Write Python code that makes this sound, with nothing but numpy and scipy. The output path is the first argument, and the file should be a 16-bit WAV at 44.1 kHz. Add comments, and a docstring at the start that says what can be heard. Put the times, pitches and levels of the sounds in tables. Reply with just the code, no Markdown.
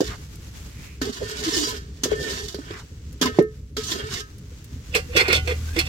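"""A steel ladle stirs frying squid in a wide aluminium pot on a wood fire, in a thatched hut.
From the start oil sizzles and spits over a low rumble, while the ladle knocks, chatters and drags
along the wall, which rings. After about 4.3 s the ladle rests and three bubbles plop in the sauce.
From about 4.9 s the pot is heard from close by: short hard scoops, with a motor humming somewhere."""
import sys
import numpy as np
from scipy import signal
from scipy.fft import rfft, irfft
from scipy.io import wavfile
from scipy.ndimage import uniform_filter1d

SR = 44100
rng = np.random.default_rng(int(sys.argv[2]) if len(sys.argv) > 2 else 0)


def inscribe(sig):
    """Save sig as 16-bit PCM at rate SR to the path in sys.argv[1].

    A 1-D sig is mono; a 2-D sig holds one channel per row.
    Samples are clipped to [-1, 1] before scaling.
    """
    pcm = np.round(np.clip(np.atleast_2d(sig).T, -1, 1) * 32767)
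    wavfile.write(sys.argv[1], SR, pcm.astype(np.int16))


N = 259308
T = np.arange(N) / SR
RING_T = T[:SR // 2]  # time axis of one short sound
CLOSE_S = 4.89  # from here on the pot is close by

# The ladle's low thud, middle clank and high rasp: (from [Hz], to [Hz])
PART_RANGES = [(125, 750), (750, 2700), (2700, 16400)]
# Ladle knocks; clank and rasp are relative to the thud, and low where food cushions the knock:
# (time [s], thud level [dB], clank [dB], rasp [dB], thud pitch [Hz], chatter time [s])
KNOCKS = [(0.005, -15.5, -17, -14.5, 299, 0.0027), (1.015, -23, -3.5, -7.5, 260, 0.0098),
          (1.093, -28, -21, -16, 219, 0.0038), (1.125, -50.5, -6, 11.5, 457, 0.018),
          (1.222, -29.5, -11, -27, 470, 0.02), (1.292, -40, 3, 1.5, 410, 0.0039),
          (1.426, -36.5, -9, -1, 330, 0.0066), (1.487, -31.5, -20, -1.5, 323, 0.004),
          (1.532, -44, -7, -2, 332, 0.0055), (1.566, -35.5, -7.5, 10, 329, 0.006),
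          (1.629, -41, -10, 8, 312, 0.0031), (1.767, -45.5, -13, 3, 294, 0.0049),
          (2.034, -26.5, -0.5, 6, 258, 0.0064), (2.056, -23.5, -22, -31.5, 384, 0.011),
          (2.118, -20, -35, -42, 420, 0.015), (2.482, -49, 6, 15, 243, 0.0098),
          (2.524, -50.5, -5, 7, 400, 0.0025), (2.5445, -29, -11, -8, 383.2, 0.00055),
          (2.587, -30.5, -24, -21, 285, 0.012), (2.706, -31.5, -7, -29, 350, 0.0033),
          (3.213, -19.5, -4.5, -3, 264, 0.0074), (3.225, -22, 3, -2.5, 257, 0.005),
          (3.256, -24.5, -11, -3.5, 249, 0.0029), (3.387, -7, -21.5, -30.5, 366, 0.0029),
          (3.402, -22.5, -27, -38, 440, 0.0036), (3.767, -33, 3.5, 3.5, 397, 0.0036),
          (3.776, -34, -3, -3.5, 255, 0.043), (3.915, -33.5, 5, 6, 302, 0.01),
          (4.949, -24.5, -2, 2, 531, 0.017), (5.165, -25, 4, 6, 432, 0.018),
          (5.199, -32.5, 8.5, 3, 427, 0.014), (5.281, -21, -20, -6, 369, 0.0047),
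          (5.3285, -25, -6, 5, 534, 0.0015), (5.474, -28, -2, -6.5, 493, 0.0081),
          (5.762, -23, -9.5, -9, 322, 0.0078), (5.789, -34, 1, 13, 332, 0.0092)]


def knocks(rows, pot, first_touch, thud_touch, thud_width, bump_db, apart, pushes, trims_db):
    """The ladle hits: the pot bumps on its stand, the wall pushes the air and rings, the blade chatters."""
    out = np.zeros((2, N))
    for k, (s, db, clank_db, rasp_db, thud_hz, chatter_s) in enumerate(rows):
        noise = rng.standard_normal((3, 3, len(RING_T))) * np.exp(-RING_T / chatter_s)
        chatter = stereo(noise[:, :1], noise[:, 1:], apart)  # part, side, time
        chatter /= np.sqrt(np.sum(chatter ** 2, axis=2, keepdims=True))
        chatter[:, :, 0] += [[thud_touch], [first_touch], [first_touch]]
        shove = chatter[0, 0]  # the slow push is the same left and right
        thud = band(shove, thud_hz / (1 + thud_width), thud_hz * (1 + thud_width), order=1)
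        bump = band(shove, lo_hz=162, hi_hz=238, order=2)
        chatter[0] = thud + undb(bump_db) * bump
        spot = pot[k % len(pot)]
        gains = undb(db + np.array([0, clank_db, rasp_db]) + trims_db)
        for force, response, edges, push, gain in zip(chatter, spot, PART_RANGES, pushes, gains):
            hit = ring(force, response) + push * band(force, *edges)
            loudest = uniform_filter1d(np.mean(hit ** 2, axis=0), size=SR // 50).max()
            add(out, s, hit * gain / np.sqrt(loudest))
    return out


# Drags of the blade along the pot; clank and rasp are relative to the low part:
# (time of hardest push [s], swell [s], release [s], low part's level [dB], clank [dB], rasp [dB])
SCRAPES = [(0.08, 0.17, 0.13, -38.5, 3.5, 2.5), (1.055, 0.061, 0.068, -32, -2, -2.5),
           (1.15, 0.083, 0.18, -41, 3.5, 2.5), (1.3, 0.14, 0.79, -36.5, 0.5, -2),
           (1.44, 0.088, 0.09, -38.5, -13, 0), (1.56, 0.25, 0.11, -33.5, 0.5, 3.5),
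           (1.68, 0.31, 0.11, -40, 4.5, 10), (1.775, 0.16, 0.009, -44, 0, 1.5),
           (2.13, 0.12, 0.036, -36, 5.5, -8.5), (2.31, 0.3, 0.29, -31.5, -4, 2),
           (2.72, 0.3, 0.083, -44.5, 3, -1), (2.8, 0.11, 0.014, -55, -14, 10.5),
           (3.268, 0.078, 0.049, -20.5, -7.5, -19), (3.375, 0.11, 0.02, -42, 4.5, -3.5),
           (3.9, 0.13, 0.054, -37, 1.5, 10), (3.96, 0.079, 0.16, -31.5, 0, -5),
           (4.14, 0.13, 0.082, -34.5, -2, 2.5), (4.205, 0.13, 0.0087, -38.5, 0, 0),
           (4.96, 0.047, 0.046, -28.5, 3, -4), (5.16, 0.032, 0.035, -28.5, -4, -12),
           (5.205, 0.09, 0.047, -25, 6.5, -1), (5.25, 0.033, 0.046, -44, 16, 0),
           (5.302, 0.056, 0.066, -24.5, 2.5, -9), (5.355, 0.059, 0.047, -28, 3.5, 6),
           (5.51, 0.078, 0.039, -25, -2.5, -11), (5.8, 0.076, 0.039, -38, 11.5, 7.5),
           (5.865, 0.056, 0.054, -41.5, 0, 2)]


def scraping(rows, pot, slip_rate, spread_db, judder_db, spots_per_s, grit_db, grit_rate, trims_db,
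             buzz, buzz_share):
    """The blade sticks and slips from spot to spot, so the ring keeps changing; spice paste crunches."""
    drop_db, roundness = 31.5, 1.49  # depth and shape of the fall on each side of the hardest push
    swells = []
    for s, swell_s, release_s, *_ in rows:
        from_peak = np.clip(np.maximum((s - T) / swell_s, (T - s) / release_s), 0, 10)
        swells.append(undb(-drop_db * from_peak ** roundness))
    levels_db = np.array([(db, db + clank, db + rasp) for *_, db, clank, rasp in rows]) + trims_db
    pressures = undb(levels_db).T @ np.array(swells)
    distances = [np.abs((T * spots_per_s - k) % len(pot) - len(pot) / 2) for k in range(len(pot))]
    touches = [np.sqrt(np.maximum(1 - d, 0)) for d in distances]  # each spot fades into the next
    out = 0
    for pressure, responses in zip(pressures, zip(*pot)):
        judder = unit(undb(judder_db * walk(70)))
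        friction = np.sqrt(1 - buzz_share) * grains(slip_rate, spread_db) + np.sqrt(buzz_share) * buzz
        force = friction * judder * pressure
        out += sum(ring(force * touch, response) for touch, response in zip(touches, responses))
    crunches = np.array([grains(grit_rate, spread_db) for _ in range(2)])
    grit = unit(band(crunches, lo_hz=2770, hi_hz=7800))
    return out + undb(grit_db) * grit * judder * pressures[-1]


def blade_buzz(rate_hz, wander, jitter, spread_db):
    """The blade catches and slips almost regularly, at a rate that wanders with the speed of the hand."""
    turns = np.cumsum(rate_hz * np.exp(wander * walk(14) + jitter * walk(400))) / SR
    pulses = np.diff(np.floor(turns), prepend=0)
    return unit(pulses * undb(spread_db * rng.standard_normal(N)))


# Short noisy notes from the ladle: (middle time [s], length [s], start pitch [Hz], end pitch [Hz],
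# relative level [dB], width [share of start pitch])
LADLE_NOTES = [(0.015, 0.042, 520, 405, -17.5, 0.12), (0.126, 0.11, 1893, 1185, -35, 0.31),
               (0.853, 0.42, 2017, 2613, -49, 0.16), (1.225, 0.054, 477, 461, -24.5, 0.2),
               (1.3, 0.22, 1805, 1801, -38, 0.0041), (1.435, 0.08, 1803, 1800, -43, 0.0038),
               (1.483, 0.07, 338, 302, -20, 0.04), (1.545, 0.045, 5470, 4950, -22.5, 0.03),
               (1.562, 0.1, 1803, 1787, -32.5, 0.0027), (1.565, 0.095, 2950, 2990, -28.5, 0.0078),
               (1.595, .3, 6100, 6960, -30.5, 0.14), (1.6, 0.15, 364.4, 287, -23, 0.049),
               (1.648, 0.08, 4740, 4940, -27, 0.012), (1.657, 0.09, 5450, 5530, -30, 0.015),
               (1.704, 0.09, 1013, 1005, -36, 0.011), (2.123, 0.023, 412, 418, -10.5, 0.028),
               (2.25, 0.31, 457, 382, -31, 0.23), (2.251, 0.37, 1797, 1797, -32.5, 0.0059),
               (2.76, 0.19, 2166, 1263, -38.5, 0.26), (3.225, 0.027, 3330, 3400, -19, 0.023),
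               (3.244, .055, 1633, 1590, -33.5, 0.0097), (3.268, 0.046, 1060, 990, -22.5, 0.025),
               (3.398, 0.032, 565, 521, -17.5, 0.067), (3.795, 0.06, 441, 422, -25.5, 0.026),
               (3.887, 0.052, 6170, 5980, -29.5, 0.039), (3.921, 0.035, 3530, 3540, -29, 0.0074),
               (3.96, 0.13, 332.5, 270, -34, 0.31), (4.131, 0.072, 1575, 1090, -37.5, 0.17),
               (4.951, 0.031, 2754, 2462, -17, 0.12), (5.14, 0.19, 474, 513, -36, 0.02),
               (5.205, 0.065, 2275, 2127, -17, 0.097), (5.207, 0.047, 4340, 4240, -20, 0.018),
               (5.313, 0.091, 4060, 4400, -28, .05), (5.355, 0.055, 3530, 3440, -19, 0.038),
               (5.696, 0.19, 1360, 1795, -44.5, 0.03)]


def ladle_notes(apart, level_db, steadiness):
    """The ladle draws short noisy notes from the pot: low tones of knocks, gliding rubs and squeaks."""
    out = np.zeros((2, N))
    shape = (3, len(RING_T))
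    for s, length, from_hz, to_hz, db, width in LADLE_NOTES:
        n = int(length * SR)
        hz = np.geomspace(from_hz, to_hz, n)
        smooth = signal.butter(2, width * from_hz, fs=SR, output="sos")
        noise = rng.standard_normal(shape) + 1j * rng.standard_normal(shape)
        roughness = signal.sosfilt(smooth, noise)[:, -n:]
        roughness /= np.abs(roughness) ** steadiness  # evens out the note's strength
        note = np.real(roughness * np.exp(2j * np.pi * np.cumsum(hz) / SR)) * np.hanning(n)
        add(out, s - length / 2, unit(stereo(note[0], note[1:], apart)) * undb(db + level_db))
    return out


SPOT_SCATTER_DB = 4.5  # how much a tone's strength varies with where the wall is touched
# Clear tones of the pot wall: (pitch [Hz], relative level [dB], time to fade by 60 dB [s])
WALL_TONES = [(160, -1, .05), (247, 2, .09), (320, -4, .05), (400, 1, .06), (431, 0, .23), (510, -5, .05),
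              (680, -9, .05), (1005, -4, .12), (1087, -13, .12), (1278, -2, .3), (1615, -1.5, .22),
              (1803, -1, .25), (2131, -9, .2), (2713, -9, .14), (2955, -1, .11), (2982, -1, .11),
              (3235, -3.5, .08), (3340, -3, .08), (3545, 0, .11), (3680, -1, .09), (4220, -3, .08),
              (4366, -4, .08), (4600, -4, .08), (4823, 0, .1), (4958, -3, .09), (5240, -3, .08),
              (5486, 1, .09), (6220, -3, .07), (6535, -2, .07), (6837, -4, .07), (7050, -4, .07)]
# Clear tones of blade and pot bottom while scooping: same columns
SCOOP_TONES = [(345, -1, .06), (436, 0, .06), (500, -1, .11), (759, -12, .21), (1098, -12, .12),
               (1453, -8.5, .22), (1593, -8, .13), (2019, -14, .3), (2090, 3.5, .1), (2407, 2, .09),
               (2613, -1, .08), (2736, -12, .25), (3066, -13, .22), (3350, 1.5, .07), (3545, 1, .07),
               (4247, 0, .08), (4410, -2, .07), (4790, -9, .08), (5469, -9, .07), (5857, -5, .08),
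               (8100, -12, .06), (10800, -14, .06)]
# The wall's wash of short tones between the clear ones: (pitch [Hz], relative level [dB])
WALL_WASH = [(150, -2), (260, -7), (420, 8.5), (650, -5.5), (830, -12.5), (1500, -0.5), (2380, -8),
             (3300, 3.5), (5000, 5), (7000, 1), (9000, -12.5), (12000, -9), (16000, -14.5)]
# The wash while scooping: same columns
SCOOP_WASH = [(150, -5), (420, 4), (850, -7.5), (1600, -5.5), (2600, 1.5), (3500, -6.5), (4700, 0.5),
              (7000, -12), (8200, -6.5), (9600, -20), (11500, -12.5), (16000, -28)]


def pot_response(tones, outline, tones_db, wash_t60, hut_db, hut_t60, apart, lag_ms):
    """How four spots on the pot answer a tap: clear tones, a quickly dying wash and the hut's echo."""
    waves = np.array([(-1) ** k * undb(db) * np.sin(2 * np.pi * hz * RING_T) * fade(RING_T, t60)
                      for k, (hz, db, t60) in enumerate(tones)])
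    scatter_db = SPOT_SCATTER_DB * np.minimum(np.array(tones)[:, 0] / 3000, 1)  # high tones vary most
    delays_s = np.maximum([-lag_ms, lag_ms], 0) / 1000  # one side hears the pot a little later
    spots = []
    for _ in range(4):
        clear = undb(tones_db + scatter_db * rng.standard_normal(len(tones))) @ waves
        tap = clear + wash(outline, wash_t60, apart)
        tap += undb(hut_db) * wash(outline, hut_t60, apart=0.74)
        tap = np.array([np.interp(RING_T - s, RING_T, x, left=0) for x, s in zip(tap, delays_s)])
        parts = [band(tap, lo, hi) for lo, hi in PART_RANGES]
        spots.append([p / np.sqrt(np.sum(p ** 2) / 2) for p in parts])
    return spots


def wash(outline, t60, apart):
    """Many tones blur into a dying noise; its long, low waves reach both sides alike."""
    noise = rng.standard_normal((3, len(RING_T)))
    difference = colour(stereo(noise[0], noise[1:], apart) - noise[0], [(150, -24), (900, 0)])
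    return unit(colour(noise[0] + difference, outline)) * fade(RING_T, t60)


# The blade leaves the wall: (time [s], level [dB], tilt towards high tones [dB per octave])
BLADE_LIFTS = [(1.03, -39, 3), (1.775, -52, 11), (2.128, -25, -21), (2.39, -35, -1), (3.29, -41, 0),
               (3.405, -17.5, -13), (4.2, -37.5, 0.5), (4.99, -48, -4), (5.375, -32.5, 3), (5.53, -47, 0)]


def ringing_on(lifts, tones, stretch, rise_s, lag_ms):
    """Freed from the blade, the pot's longest-lasting tones swell and sing on."""
    out = np.zeros((2, N))
    t = RING_T - np.array([[0], [lag_ms]]) / 1000
    lasting = [(hz, db, t60) for hz, db, t60 in tones if t60 >= 0.2]
    for s, db, tilt_db in lifts:
        chord = 0
        for hz, tone_db, t60 in lasting:
            gain = undb(tone_db + tilt_db * np.log2(hz) + SPOT_SCATTER_DB * rng.standard_normal())
            chord += gain * np.sin(2 * np.pi * (hz * t + rng.random())) * fade(RING_T, stretch * t60)
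        swell = 1 - np.exp(-RING_T / rise_s)
        add(out, s, chord * swell * undb(db) / np.std(chord[:, :SR // 50]))
    return out


# How loud the sizzle is heard; it ducks briefly after the loudest knock:
# (time [s], relative level [dB], fine spray relative to that [dB])
SIZZLE_LEVEL = [(0.3, -54.5, -15.5), (0.87, -51, -15), (0.98, -60.5, -18), (1.9, -57, -22),
                (3.15, -57, -22), (3.7, -64.5, -15), (4.3, -59.5, -19.5), (4.8, -55, -18), (5.05, -52, -16),
                (5.43, -50, -16), (5.7, -47.5, -14.5)]
# Tone colour of the frying hiss: (pitch [Hz], relative level [dB])
HISS_OUTLINE = [(200, 1.5), (400, -5), (800, -9.5), (1500, -6.5), (2700, -7.5), (4000, -8.5), (6500, -7.5),
                (8000, -11.5), (10000, -27.5), (16000, -20)]


def sizzle(pop_rate, spread_db, flutter_db, apart, level_db, spray_db):
    """Thousands of tiny steam bubbles burst in the oil; the finest make a very high spray."""
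    s, db, fine_db = np.transpose(SIZZLE_LEVEL)
    pops = np.array([grains(pop_rate, spread_db) for _ in range(3)])
    hiss = colour(stereo(pops[0], pops[1:], apart), HISS_OUTLINE)
    hiss /= np.std(band(hiss, *PART_RANGES[2]))
    fine_pops = np.array([grains(pop_rate, spread_db) for _ in range(2)])
    spray = unit(band(fine_pops, 9400, 13600)) * undb(np.interp(T, s, fine_db) + spray_db)
    return (hiss + spray) * undb(np.interp(T, s, db) + level_db + flutter_db * walk(21.13))


# Spits of oil: (time [s], peak level [dB])
OIL_SPITS = [(0.3562, -36), (3.127, -39.5), (3.4244, -40), (4.3828, -41.5), (4.6436, -37.5)]


def spits(t60):
    """Single larger drops crack in the hot oil."""
    out = np.zeros((2, N))
    for s, db in OIL_SPITS:
        crack = band(rng.standard_normal((2, len(RING_T))), 4000, 13000, order=1) * fade(RING_T, t60)
        add(out, s, crack * undb(db) / np.abs(crack.mean(axis=0)).max())
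    return out


# Bubbles in the sauce: (time [s], start pitch [Hz], peak level [dB])
SAUCE_BUBBLES = [(4.515, 478, -46.5), (4.721, 240, -36), (4.757, 235, -38.5)]


def plops(t60, rise_s, glide_per_s):
    """Big bubbles open softly in the thick sauce, each a short rising note."""
    out = np.zeros((2, N))
    for s, hz, db in SAUCE_BUBBLES:
        phase = 2 * np.pi * np.cumsum(hz * (1 + glide_per_s * RING_T)) / SR
        note = np.sin(phase) * fade(RING_T, t60) * (1 - np.exp(-RING_T / rise_s))
        add(out, s, note[None] * undb(db) / np.abs(note).max())
    return out


# Tone colour of the rumble: (pitch [Hz], relative level [dB])
RUMBLE_OUTLINE = [(12, -55), (20, -14), (40, -12.5), (60, 4.5), (87, -1.5), (147, -7), (182, -13),
                  (222, -15.5), (340, -19.5), (365, -42), (397, -20), (600, -36.5), (780, -86),
                  (1320, -120)]


def rumble(far_db, close_db, throb_db, apart):
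    """A low uneven rumble fills the hut."""
    noise = rng.standard_normal((3, N))
    low = unit(colour(stereo(noise[0], noise[1:], apart), RUMBLE_OUTLINE))
    return low * undb(np.where(T < CLOSE_S, far_db, close_db) + throb_db * walk(25))


# Tones of the motor's hum: (multiple of the base pitch, relative level [dB])
MOTOR_TONES = [(1, -16), (2, -1.5), (3, -13.5), (4, -26)]


def motor(hz, start_db, rise_db_per_s, drift, waver_db):
    """Near the end a distant motor hums at an almost steady speed, growing louder; its tones waver."""
    phase = 2 * np.pi * np.cumsum(hz * (1 + drift * walk(6))) / SR
    hum = unit(sum(undb(db + waver_db * walk(9)) * np.sin(k * phase) for k, db in MOTOR_TONES))
    age_s = T - CLOSE_S
    return hum * undb(start_db + rise_db_per_s * age_s) * np.clip(age_s / 0.015, 0, 1)


def undb(db):
    """Turn decibels into a gain."""
    return 10 ** (np.asarray(db) / 20)


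def unit(x):
    """Scale to an average strength (rms) of 1."""
    return x / np.sqrt(np.mean(x ** 2))


def band(x, lo_hz, hi_hz, order=3):
    """Keep what lies between two pitches."""
    return signal.sosfilt(signal.butter(order, [lo_hz, hi_hz], "band", fs=SR, output="sos"), x + 1e-18)


def colour(x, points, power=1):
    """Filter by an outline of (pitch [Hz], level [dB]) points."""
    hz, db = np.transpose(points)
    f = np.maximum(np.fft.rfftfreq(x.shape[-1], 1 / SR), 1)
    return irfft(rfft(x) * undb(power * np.interp(np.log(f), np.log(hz), db)), x.shape[-1])


def fade(t, t60):
    """Die away by 60 dB every t60 seconds."""
    return undb(-60 * t / t60)


def walk(rate):
    """Drift to a new random value, typically within -1 to 1, rate times a second."""
    knots = rng.standard_normal(N // 100)
    return np.interp(T * rate, np.arange(len(knots)), knots)


def grains(rate, spread_db):
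    """Random tiny clicks of unequal size, about rate a second."""
    clicks = (rng.random(N) < rate / SR) * rng.choice([-1, 1], N)
    return unit(clicks * undb(spread_db * np.minimum(rng.exponential(size=N), 4)))


def stereo(shared, own, apart):
    """Blend a shared sound with each side's own; apart runs from 0 (alike) to 1 (unrelated)."""
    return np.sqrt(1 - apart) * shared + np.sqrt(apart) * own


def add(out, s, x):
    """Mix x into out from time s."""
    i = max(int(s * SR), 0)
    out[:, i:i + x.shape[1]] += x[:, :N - i]


def ring(force, response):
    """Let a force set off the pot's left and right response."""
    return signal.oaconvolve(np.atleast_2d(force), response, axes=1)[:, :force.shape[-1]]


def far_and_close(rows):
    """Split events into those heard from across the hut and those heard beside the pot."""
    return [r for r in rows if r[0] < CLOSE_S], [r for r in rows if r[0] >= CLOSE_S]


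# The ladle sits a little to the right: (pitch [Hz], left minus right [dB])
LADLE_BALANCE = [(180, -1), (400, -4.5), (1000, 3.5), (1800, -1), (2600, -7.5), (5500, -3.5), (8000, -4),
                 (12000, -2)]


def scene():
    """The ladle in the pot, first far and then close, over frying, rumble and motor."""
    far_pot = pot_response(WALL_TONES, WALL_WASH, tones_db=-18, wash_t60=0.058,
                           hut_db=-6.5, hut_t60=0.15, apart=1, lag_ms=0.36)
    close_pot = pot_response(SCOOP_TONES, SCOOP_WASH, tones_db=-14, wash_t60=0.035,
                             hut_db=-11.5, hut_t60=0.14, apart=0.89, lag_ms=-0.24)
    far_knocks, close_knocks = far_and_close(KNOCKS)
    far_scrapes, close_scrapes = far_and_close(SCRAPES)
    far_lifts, close_lifts = far_and_close(BLADE_LIFTS)
    ladle = knocks(far_knocks, far_pot, first_touch=0.31, thud_touch=1.6, thud_width=0.088,
                   bump_db=-6, apart=0.87, pushes=(7, 0.5, 0.1), trims_db=(0, -2.5, 1.5))
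    ladle += knocks(close_knocks, close_pot, first_touch=0.32, thud_touch=0.43, thud_width=0.051,
                    bump_db=-36, apart=0.37, pushes=(5, 0.7, 0.15), trims_db=(0, 2.5, 1.5))
    ladle += scraping(far_scrapes, far_pot, slip_rate=520, spread_db=3.5, judder_db=3.5, spots_per_s=8.8,
                      grit_db=-4.5, grit_rate=1100, trims_db=(-3, -3, -1.7), buzz_share=0.49,
                      buzz=blade_buzz(rate_hz=350, wander=0.18, jitter=0.03, spread_db=3))
    ladle += scraping(close_scrapes, close_pot, slip_rate=1200, spread_db=2.5, judder_db=3,
                      spots_per_s=17, grit_db=-10, grit_rate=870, trims_db=(-2, 1, -1.2), buzz_share=0.35,
                      buzz=blade_buzz(rate_hz=420, wander=0.15, jitter=0.03, spread_db=4.5))
    ladle += ringing_on(far_lifts, WALL_TONES, stretch=0.89, rise_s=0.0038, lag_ms=-0.24)
    ladle += ringing_on(close_lifts, SCOOP_TONES, stretch=0.85, rise_s=0.0037, lag_ms=0.14)
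    ladle += ladle_notes(apart=0.68, level_db=-7, steadiness=0.19)
    ladle = np.array([colour(x, LADLE_BALANCE, power) for x, power in zip(ladle, (0.5, -0.5))])
    frying = sizzle(pop_rate=7600, spread_db=4, flutter_db=2, apart=1, level_db=2, spray_db=5.5)
    frying += spits(t60=0.04) + plops(t60=0.07, rise_s=0.0053, glide_per_s=2.5)
    background = rumble(far_db=-39.5, close_db=-36, throb_db=4, apart=0.0032)
    background += motor(hz=39.4, start_db=-33, rise_db_per_s=7.5, drift=0.0094, waver_db=3.5)
    return ladle + frying + background


def record(dry):
    """Clip at full scale and cut the treble above 15900 Hz."""
    return signal.sosfilt(signal.ellip(8, .2, 80, 15900, fs=SR, output="sos"), np.clip(dry, -1, 1))


dry = scene()
out = record(dry)
inscribe(out)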